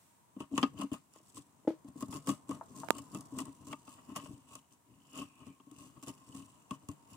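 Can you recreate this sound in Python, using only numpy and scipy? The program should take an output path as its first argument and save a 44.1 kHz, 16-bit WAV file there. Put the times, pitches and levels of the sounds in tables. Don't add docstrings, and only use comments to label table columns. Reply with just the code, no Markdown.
import sys
import numpy as np
from scipy import signal
from scipy.fft import rfft, irfft
from scipy.io import wavfile
from scipy.ndimage import uniform_filter1d

SR = 44100
rng = np.random.default_rng(int(sys.argv[2]) if len(sys.argv) > 2 else 0)


def waveform_to_disk(signal):
    frames = np.transpose(np.atleast_2d(signal))
    scaled = np.clip(frames, -1, 1) * 32767
    samples = np.round(scaled).astype(np.int16)
    wavfile.write(sys.argv[1], SR, samples)


N = 315756
TIME = np.arange(N) / SR
RING = np.arange(8192) / SR

# (time [s], gain [dB])
GAP_OPEN = [(0.6, -1), (2.2, -17), (3.4, -11), (4.2, -3.5), (5.2, 1), (6.0, -5.5), (6.7, -4)]


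def digging():
    push_db, scrape_db, paper_db = map(effort, range(3))
    push = grains(thump, push_db, per_s=700, spread_db=1.0, clump_db=1.92, spots=8)
    weight_db = np.minimum(push_db - 5.0, 0.38 * push_db - 39.5)
    weight = grains(sway, weight_db, per_s=440, spread_db=6.0, clump_db=-1.0, spots=4)
    scrape = grains(clack, scrape_db, per_s=1100, spread_db=1.5, clump_db=2.44, spots=10)
    gap_db = (scrape_db + paper_db) / 2 + curve(GAP_OPEN, TIME)
    gap = grains(rasp, gap_db, per_s=1200, spread_db=5.5, clump_db=1.5, spots=6)
    paper = grains(snap, paper_db, per_s=1600, spread_db=3.5, clump_db=2.5, spots=14)
    crackle = grains(snap, paper_db - 5.5, per_s=64, spread_db=6.5, clump_db=1.5, spots=6)
    return push + weight + scrape + gap + paper + crackle


def effort(part, crest=0.45, slack_db=13.5, onset_s=0.0095, settle_s=(0.013, 0.017, 0.037),
           fidget_mix_db=(0.5, -4.5, -2)):
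    # (start [s], length [s], push [dB], scrape [dB], paper [dB])
    strokes = [ (0.394, 0.046, -49, -52, -61.5), (.513, 0.044, -41, -77, -64.5),
               (0.54, 0.1, -45, -52.5, -54), (0.609, 0.063, -40.5, -45, -60),
               (0.719, .045, -46.5, -75, -77), (0.771, 0.075, -40, -46, -54.5),
               (0.924, 0.028, -44.5, -44.5, -50.5), (1.118, 0.087, -79, -66.5, -64.5),
               (1.228, 0.14, -95, -76, -67), (1.345, 0.059, -50, -59, -53), (1.865, 0.032, -47, -62.5, -67),
               (1.957, 0.12, -52, -60.5, -59), (2.104, 0.087, -43, -50, -51),
               (2.263, 0.074, -38, -45.5, -46), (2.474, 0.11, -47, -55, -60),
               (2.69, 0.063, -53.5, -76, -72), (2.741, 0.11, -48, -59.5, -56), (2.916, 0.1, -47, -55, -58),
               (3.116, 0.09, -42.5, -56.5, -60), (3.323, .07, -42, -62, -63.5),
               (3.367, 0.067, -42, -50, -50.5), (3.437, 0.074, -49.5, -59, -68),
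               (3.595, 0.06, -51, -73, -89), (3.66, 0.052, -49.5, -60.5, -58.5),
               (3.696, 0.037, -48, -53, -57.5), (3.851, 0.14, -66, -63.5, -61),
               (3.962, 0.051, -67, -61.5, -80), (4.076, 0.064, -48, -57.5, -67.5),
               (4.155, 0.029, -43, -42.5, -47.5), (4.18, 0.028, -58, -50.5, -59),
               (4.189, 0.11, -56, -60.5, -62), (4.266, 0.11, -51, -83, -67), (4.468, 0.14, -62, -64, -62),
               (4.701, 0.054, -67.5, -78.5, -68), (4.859, 0.15, -61.5, -78, -84),
               (5.129, 0.11, -50.5, -50.5, -53), (5.174, 0.069, -42, -54, -60),
               (5.367, 0.092, -58, -63.5, -76), (5.441, 0.081, -52.5, -68.5, -70),
               (5.69, 0.069, -62.5, -72, -87), (5.735, 0.18, -56.5, -64.5, -61.5),
               (5.947, 0.051, -55.5, -66, -86), (6.031, 0.012, -60, -53, -52),
               (6.061, 0.047, -43.5, -52, -50), (6.27, 0.045, -54, -73, -65),
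               (6.312, 0.13, -51.5, -61.5, -59), (6.705, 0.066, -58, -58, -64.5),
               (6.806, 0.054, -62, -79, -75), (6.892, 0.045, -53, -63.5, -63.5),
               (7.086, 0.09, -57, -63.5, -62)]
    # (time [s], level [dB])
    fidget = [(.3, -85), (.6, -84), (1.05, -79), (1.5, -77.5), (1.85, -80.5), (2.25, -68), (2.45, -77),
              (2.85, -62), (3.3, -68), (3.6, -69), (4.2, -69.5), (4.55, -76), (4.82, -91), (5.1, -67.5),
              (5.62, -79), (6.15, -68.5), (6.5, -68), (6.75, -76.5), (7.15, -72)]
    power = amp(curve(fidget, TIME, left=-110) + fidget_mix_db[part]) ** 2
    for start, length, *levels in strokes:
        near = slice(max(round((start - .05) * SR), 0), round((start + length + .2) * SR))
        t = TIME[near] - start
        slack = np.interp(t / length, [0, crest, 1], [1, 0, 1]) ** 2
        edges = np.exp(np.minimum(t, 0) / onset_s - np.maximum(t - length, 0) / settle_s[part])
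        power[near] += (amp(levels[part] - slack_db * slack) * edges) ** 2
    return 10 * np.log10(power)


def grains(response, level_db, per_s, spread_db, clump_db, spots):
    size = amp(spread_db * np.minimum(rng.exponential(1, N), 4)) * rng.choice([-1, 1], N)
    slips = evened(size * (rng.random(N) < per_s / SR))
    slips /= np.sqrt(abs(uniform_filter1d(slips ** 2, size=1500)) + 0.14)
    clumps = evened(cut(cut(rng.standard_normal(N), 42, "low"), 13.5, "high"))
    slips *= amp(level_db + clump_db * clumps)
    spot = ((TIME * 14).astype(int) + rng.integers(0, 4, N)) % spots
    return sum(excite(response(), slips * (spot == k)) for k in range(spots))


def strikes(gap_db=-7.5, rms_samples=441):
    # (time [s], thump [dB], claw clack [dB], paper snap [dB])
    landings = [ (0.364, -40.5, -69, -78), (0.404, -35.5, -46, -56.5), (.513, -43, -72, -75),
                (.578, -34, -29.5, -38), (0.629, -22.5, -27, -50), (.815, -52, -40.5, -51.5),
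                (0.836, -33.5, -68, -63), (.916, -31.5, -52, -64), (1.845, -46.5, -80, -73),
                (1.956, -43, -75, -83), (2.008, -65, -51.5, -53), (2.024, -33.5, -43, -51),
                (2.083, -42, -63, -63), (2.126, -52, -46, -53.5), (2.272, -39, -38.5, -46.5),
                (2.29, -27.5, -33, -41), (2.492, -31.5, -48.5, -52.5), (2.51, -37, -40.5, -53.5),
                (2.983, -67, -48, -49), (3.147, -39, -46, -48), (3.208, -64, -59, -52.5),
                (3.256, -60, -81, -62), (3.322, -42, -75, -67), (3.387, -44, -41, -41.5),
                (3.403, -38, -55, -49), (3.454, -51, -61, -54.5), (3.669, -51, -56, -58.5),
                (3.728, -44.5, -40, -53), (3.877, -51.5, -51.5, -64), (4.161, -67, -39.5, -45.5),
                (4.258, -69, -54, -72), (4.553, -61, -50.5, -49.5), (5.467, -45, -59, -65),
                (5.6, -58, -61.5, -86), (5.668, -51.5, -91, -90), (5.713, -49.5, -64, -62),
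                (6.027, -48, -54.5, -55.5), (6.082, -41.5, -52.5, -54), (6.348, -44.5, -61, -59),
                (6.709, -37, -38.5, -51.5), (6.887, -39, -49, -51)]
    # (time [s], level [dB])
    steps = [(0.763, -49), (0.919, -45.5), (2.087, -45.5), (3.336, -47.5), (4.29, -48), (4.332, -52),
             (6.715, -45.5), (6.888, -42)]
    out = np.zeros((2, N))
    for s, thump_db, clack_db, snap_db in landings:
        crunch_db = -15.5 + 0.88 * max(clack_db + 36.5, 0)
        add(out, s, amp(thump_db) * skid(thump, step_s=0.00389, toes=3))
        claws = skid(lambda: clack(crunch_db, crunch_decay_s=0.0066), step_s=0.0021, toes=4)
        add(out, s, amp(clack_db) * claws)
        add(out, s, amp(clack_db + gap_db + curve(GAP_OPEN, s)) * rasp())
        add(out, s, amp(snap_db) * skid(snap, step_s=0.0013, toes=3))
    for s, db in steps:
        add(out, s, amp(db) * sway())
    return out * np.sqrt(rms_samples)


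def skid(response, step_s, toes, fade_db=-2):
    out = np.zeros((2, len(RING)))
    for k in range(toes):
        add(out, k * step_s * rng.uniform(0.741, 1.25), amp(k * fade_db) * response())
    return unit(out)


def tube(vary_db=6.5, apart_hz=1300, shift=0.019, build_s=0.0013):
    # (frequency [Hz], level [dB], t60 [s])
    modes = [(148.7, -14.5, 0.23), (207, -5, 0.067), (243.5, -13, 0.094), (276.1, 1, 0.07),
             (280, -25, 0.053), (367, -6, 0.031), (458, -0.5, 0.017), (596, -5, 0.04), (939, -7, 0.061),
             (1096, 12.5, 0.038), (1121, -21, 0.06), (1223, -9.5, 0.1), (1700, -24.5, 0.018),
             (1964, -13, 0.031), (2160, -8.5, 0.011), (2698, -15, 0.079), (2907, -2, 0.025),
             (3284, -1.5, 0.015), (3520, -12, 0.025), (4850, 6, 0.016)]
    hz = np.transpose(modes)[0][:, None]
    weight, drift = rng.standard_normal((2, len(modes), 1))
    side = rng.choice([-1, 1], (len(modes), 1))
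    apart = side * np.minimum(hz / apart_hz, np.pi / 2)
    phase = np.array([apart, -apart]) / 2
    ringing = ring(modes, phase, vary_db * weight, detune=1 + shift * np.clip(drift, -2, 2))
    return ringing * (1 - np.exp(-RING / build_s))


def thump(soft_hz=440, lowest_hz=165):
    low_modes = cut(tube(vary_db=-1.9), soft_hz, "low", order=4)
    return unit(cut(low_modes, lowest_hz, "high")) * pan(3.8)


def clack(crunch_db=-14, crunch_decay_s=0.03, hard_hz=480, top_hz=3000):
    crunch = cut(burst(), 1500, "low", order=1) * np.exp(-RING / crunch_decay_s)
    crunch = cut(cut(crunch, 310, "high"), 5500, "low")
    upper_modes = cut(cut(tube(), hard_hz, "high", order=3), top_hz, "low", order=4)
    return unit(unit(upper_modes) + amp(crunch_db) * unit(crunch)) * pan(5.0)


def snap(decay_s=0.0013, echo_db=-17, echo_decay_s=0.0088, colour_db=3.5):
    # (frequency [Hz], relative density [dB])
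    paper = [(1760, 6.5), (3000, -14), (3220, 0.5), (4290, -6.5), (5750, -1.5), (6300, 1.5), (8460, 4.5),
             (10100, -1.5), (11600, -20), (14800, -5.5), (16000, -51.5)]
    envelope = np.exp(-RING / decay_s) + amp(echo_db) * np.exp(-RING / echo_decay_s)
    hz = np.fft.rfftfreq(len(RING), 1 / SR)
    colour = np.interp(hz, np.arange(0, SR / 2, 700), rng.standard_normal(32))
    fizz = irfft(rfft(burst()) * amp(read(paper, hz) + colour_db * colour))
    return unit(cut(fizz * envelope, 4000, "high", order=3))


def rasp():
    # (frequency [Hz], level [dB], t60 [s])
    modes = [(2586, -5.5, 0.022), (2844, 2.5, 0.021), (2960, -4, 0.01), (3240, -14, 0.027)]
    phase = rng.uniform(0, 2 * np.pi, (2, len(modes), 1))
    detune = 1 + 0.041 * rng.standard_normal((len(modes), 1))
    return unit(cut(ring(modes, phase, detune=detune), 1500, "high"))


def sway():
    # (frequency [Hz], level [dB], t60 [s])
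    modes = [(89.7, -5.5, 0.18), (117.5, 16, 0.065), (133, 0.5, 0.085)]
    detune = 1 + 0.062 * rng.standard_normal((len(modes), 1))
    return unit(pan(7.3) * cut(ring(modes, detune=detune), 190, "low", order=3))


def knocks(scuff_db=-31, scuff_decay_s=0.03):
    # (time [s], level [dB], brightness cutoff [Hz])
    blows = [(1.161, -55.5, 3500), (1.203, -61, 700), (1.65, -50.5, 800), (1.6746, -28.5, 1010),
             (1.678, -19, 600), (1.705, -31.5, 760), (1.737, -49, 607)]
    # (frequency before detuning [Hz], level [dB], t60 [s])
    modes = [(331.8, -2, 0.11), (483, 9.5, 0.0098), (633, -17, 0.2), (856, -12, 0.051), (1320, -13, 0.054),
             (1950, -9, 0.017), (3500, -0.5, 0.0047)]
    ringing = ring(modes, phase=-np.pi / 2)
    out = np.zeros((2, N))
    for s, db, bright_hz in blows:
        scuff = evened(cut(burst(), 1000, "low", order=1)) * np.exp(-RING / scuff_decay_s)
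        knock = cut(ringing, bright_hz, "low") + amp(scuff_db) * scuff
        add(out, s, amp(db) * pan(1.5) * cut(knock, 280, "high"))
    return out


def taps(rattle_db=-5, rattle_decay_s=0.018):
    # (time [s], level [dB])
    touches = [(2.6113, -42.5), (2.834, -40)]
    # (frequency before detuning [Hz], level [dB], t60 [s])
    modes = [(685, -5.5, 0.12), (948, 4, 0.046), (1180, -4, .02), (1550, -36, 0.044)]
    out = np.zeros((2, N))
    for s, db in touches:
        rattle = evened(cut(cut(burst(), 510, "high"), 1400, "low", order=4))
        tap = pan(6.7) * ring(modes) + amp(rattle_db) * rattle * np.exp(-RING / rattle_decay_s)
        add(out, s, amp(db) * cut(tap, 1450, "low", order=4))
    return out


def clicks(width_s=0.00042, tick_db=-14, tick_decay_s=0.00082):
    # (time [s], level [dB])
    hits = [(2.8857, -26), (2.887, -18.5), (2.9058, 0.5)]
    # (frequency before detuning [Hz], level [dB], t60 [s])
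    modes = [(274, -28.5, 0.17), (627, -37, 0.09), (950, -20, 0.076), (1236, -13.5, 0.042)]
    push_pull = (1 - RING / width_s) * np.exp(-RING / width_s)
    pulse = cut(cut(push_pull, 2700, "low"), 200, "high") * amp(0.5)
    casing = amp(-18.5) * cut(ring(modes), 1700, "low")
    out = np.zeros((2, N))
    for s, db in hits:
        tick = amp(tick_db) * np.exp(-RING / tick_decay_s) * cut(burst(), 10000, "low")
        add(out, s, amp(db) * (amp([[-27], [0]]) * pulse + amp([[-11], [0]]) * tick + casing))
    return out


def enclosure(x, t60=0.22, wet_db=-21):
    tail = burst() * np.exp(-np.log(1000) * RING / t60) * (RING > .004)
    return x + amp(wet_db) * excite(unit(tail), x.mean(0))


def whistles():
    # (time [s], frequency [Hz], level [dB])
    whistle = [(5.2, 2740, -69), (5.279, 2614, -71.5), (5.42, 2510, -75), (5.53, 2400, -74),
               (5.6, 2480, -94)]
    # (time [s], frequency [Hz], level [dB])
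    whine = [(0, 927, -78), (.35, 979, -74), (1.4, 1000, -87.5), (2.6, 1057, -68), (3.3, 986, -67),
             (4.4, 935, -78), (4.9, 965, -82.5), (5.7, 1099, -75.5), (6.35, 1047, -68.5), (6.65, 952, -72),
             (7.16, 923, -73)]
    out = np.zeros((2, N))
    for glide, half_width_hz in (whistle, 130), (whine, 14):
        s, hz, db = np.transpose(glide)
        carrier = np.exp(2j * np.pi * np.cumsum(np.interp(TIME, s, hz)) / SR)
        blur = cut(rng.standard_normal((2, N)) + 1j * rng.standard_normal((2, N)), half_width_hz, "low")
        out += evened((blur * carrier).real) * amp(np.interp(TIME, s, db, left=-150, right=-150))
    return out


def room(air_top_hz=1600, hiss_db=-69, hiss_extra_db=6.5, hiss_sink_s=0.2):
    # (frequency [Hz], relative density [dB])
    spectrum = [(30, -30), (70, -6), (141, 0.5), (290, -5), (540, -12.5), (684, -9), (844, -11), (937, -4),
                (1150, -10.5), (1450, -17.5), (4780, -26), (8300, -17.5), (11400, -25), (16000, -24.5)]
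    # (frequency [Hz], correlation [0 to 1])
    likeness = [(60, .5), (300, .4), (700, .3), (1400, .1), (3000, 0)]
    # (time [s], level [dB])
    swell = [(0, -70), (1.0, -71), (1.9, -65.5), (2.6, -62.5), (3.3, -60), (3.7, -71), (4.1, -63),
             (4.7, -71), (5.7, -71), (6.05, -66), (6.4, -68), (7.16, -64.5)]
    hz = np.fft.rfftfreq(N, 1 / SR)
    left, unrelated = rfft(rng.standard_normal((2, N)))
    alike = read(likeness, hz)
    right = alike * left + np.sqrt(1 - alike ** 2) * unrelated
    noise = evened(irfft(np.array([left, right]) * amp(read(spectrum, hz)), N))
    air = irfft(rfft(noise) / (1 + (hz / air_top_hz) ** 4), N)
    hiss = (noise - air) * amp(hiss_db + hiss_extra_db * np.exp(-(TIME / hiss_sink_s) ** 2))
    return air * amp(curve(swell, TIME)) * pan(2.3) + hiss * pan(0.34)


def ring(modes, phase=0., gain_db=0., detune=0.97):
    hz, db, t60 = np.transpose(modes)[:, :, None]
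    waves = np.cos(2 * np.pi * hz * detune * RING + phase)
    return np.sum(amp(db + gain_db) * np.exp(-np.log(1000) * RING / t60) * waves, axis=-2)


def burst():
    return rng.standard_normal((2, len(RING)))


def excite(response, drive):
    return signal.oaconvolve(drive[None], response, axes=1)[:, :N]


def amp(db):
    return 10 ** (np.asarray(db) / 20)


def evened(x):
    return x / np.sqrt(np.mean(x ** 2) + 1e-20)


def unit(x):
    return x / np.sqrt(np.sum(x ** 2) / 2 + 1e-20)


def curve(points, s, left=None):
    return np.interp(s, *np.transpose(points), left=left)


def read(points, hz):
    f, value = np.transpose(points)
    return np.interp(np.log(hz + 1), np.log(f + 1), value)


def add(mix, s, sound):
    part = mix[:, round(s * SR):][:, :sound.shape[1]]
    part += sound[:, :part.shape[1]]


def cut(x, hz, kind, order=2):
    return signal.sosfilt(signal.butter(order, hz, kind, fs=SR, output="sos"), x)


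def pan(left_db):
    return amp([[left_db / 2], [-left_db / 2]])


def scene():
    background = whistles() + room()
    return enclosure(digging() + strikes() + knocks() + taps()) + clicks() + background


def record(dry, bass_hz=58, edge_hz=15900):
    thin = cut(dry, bass_hz, "high", order=3)
    band_limit = signal.firwin(301, edge_hz, window=("kaiser", 8), fs=SR)
    return signal.oaconvolve(thin, band_limit[None], "same")


dry = scene()
out = record(dry)
waveform_to_disk(out)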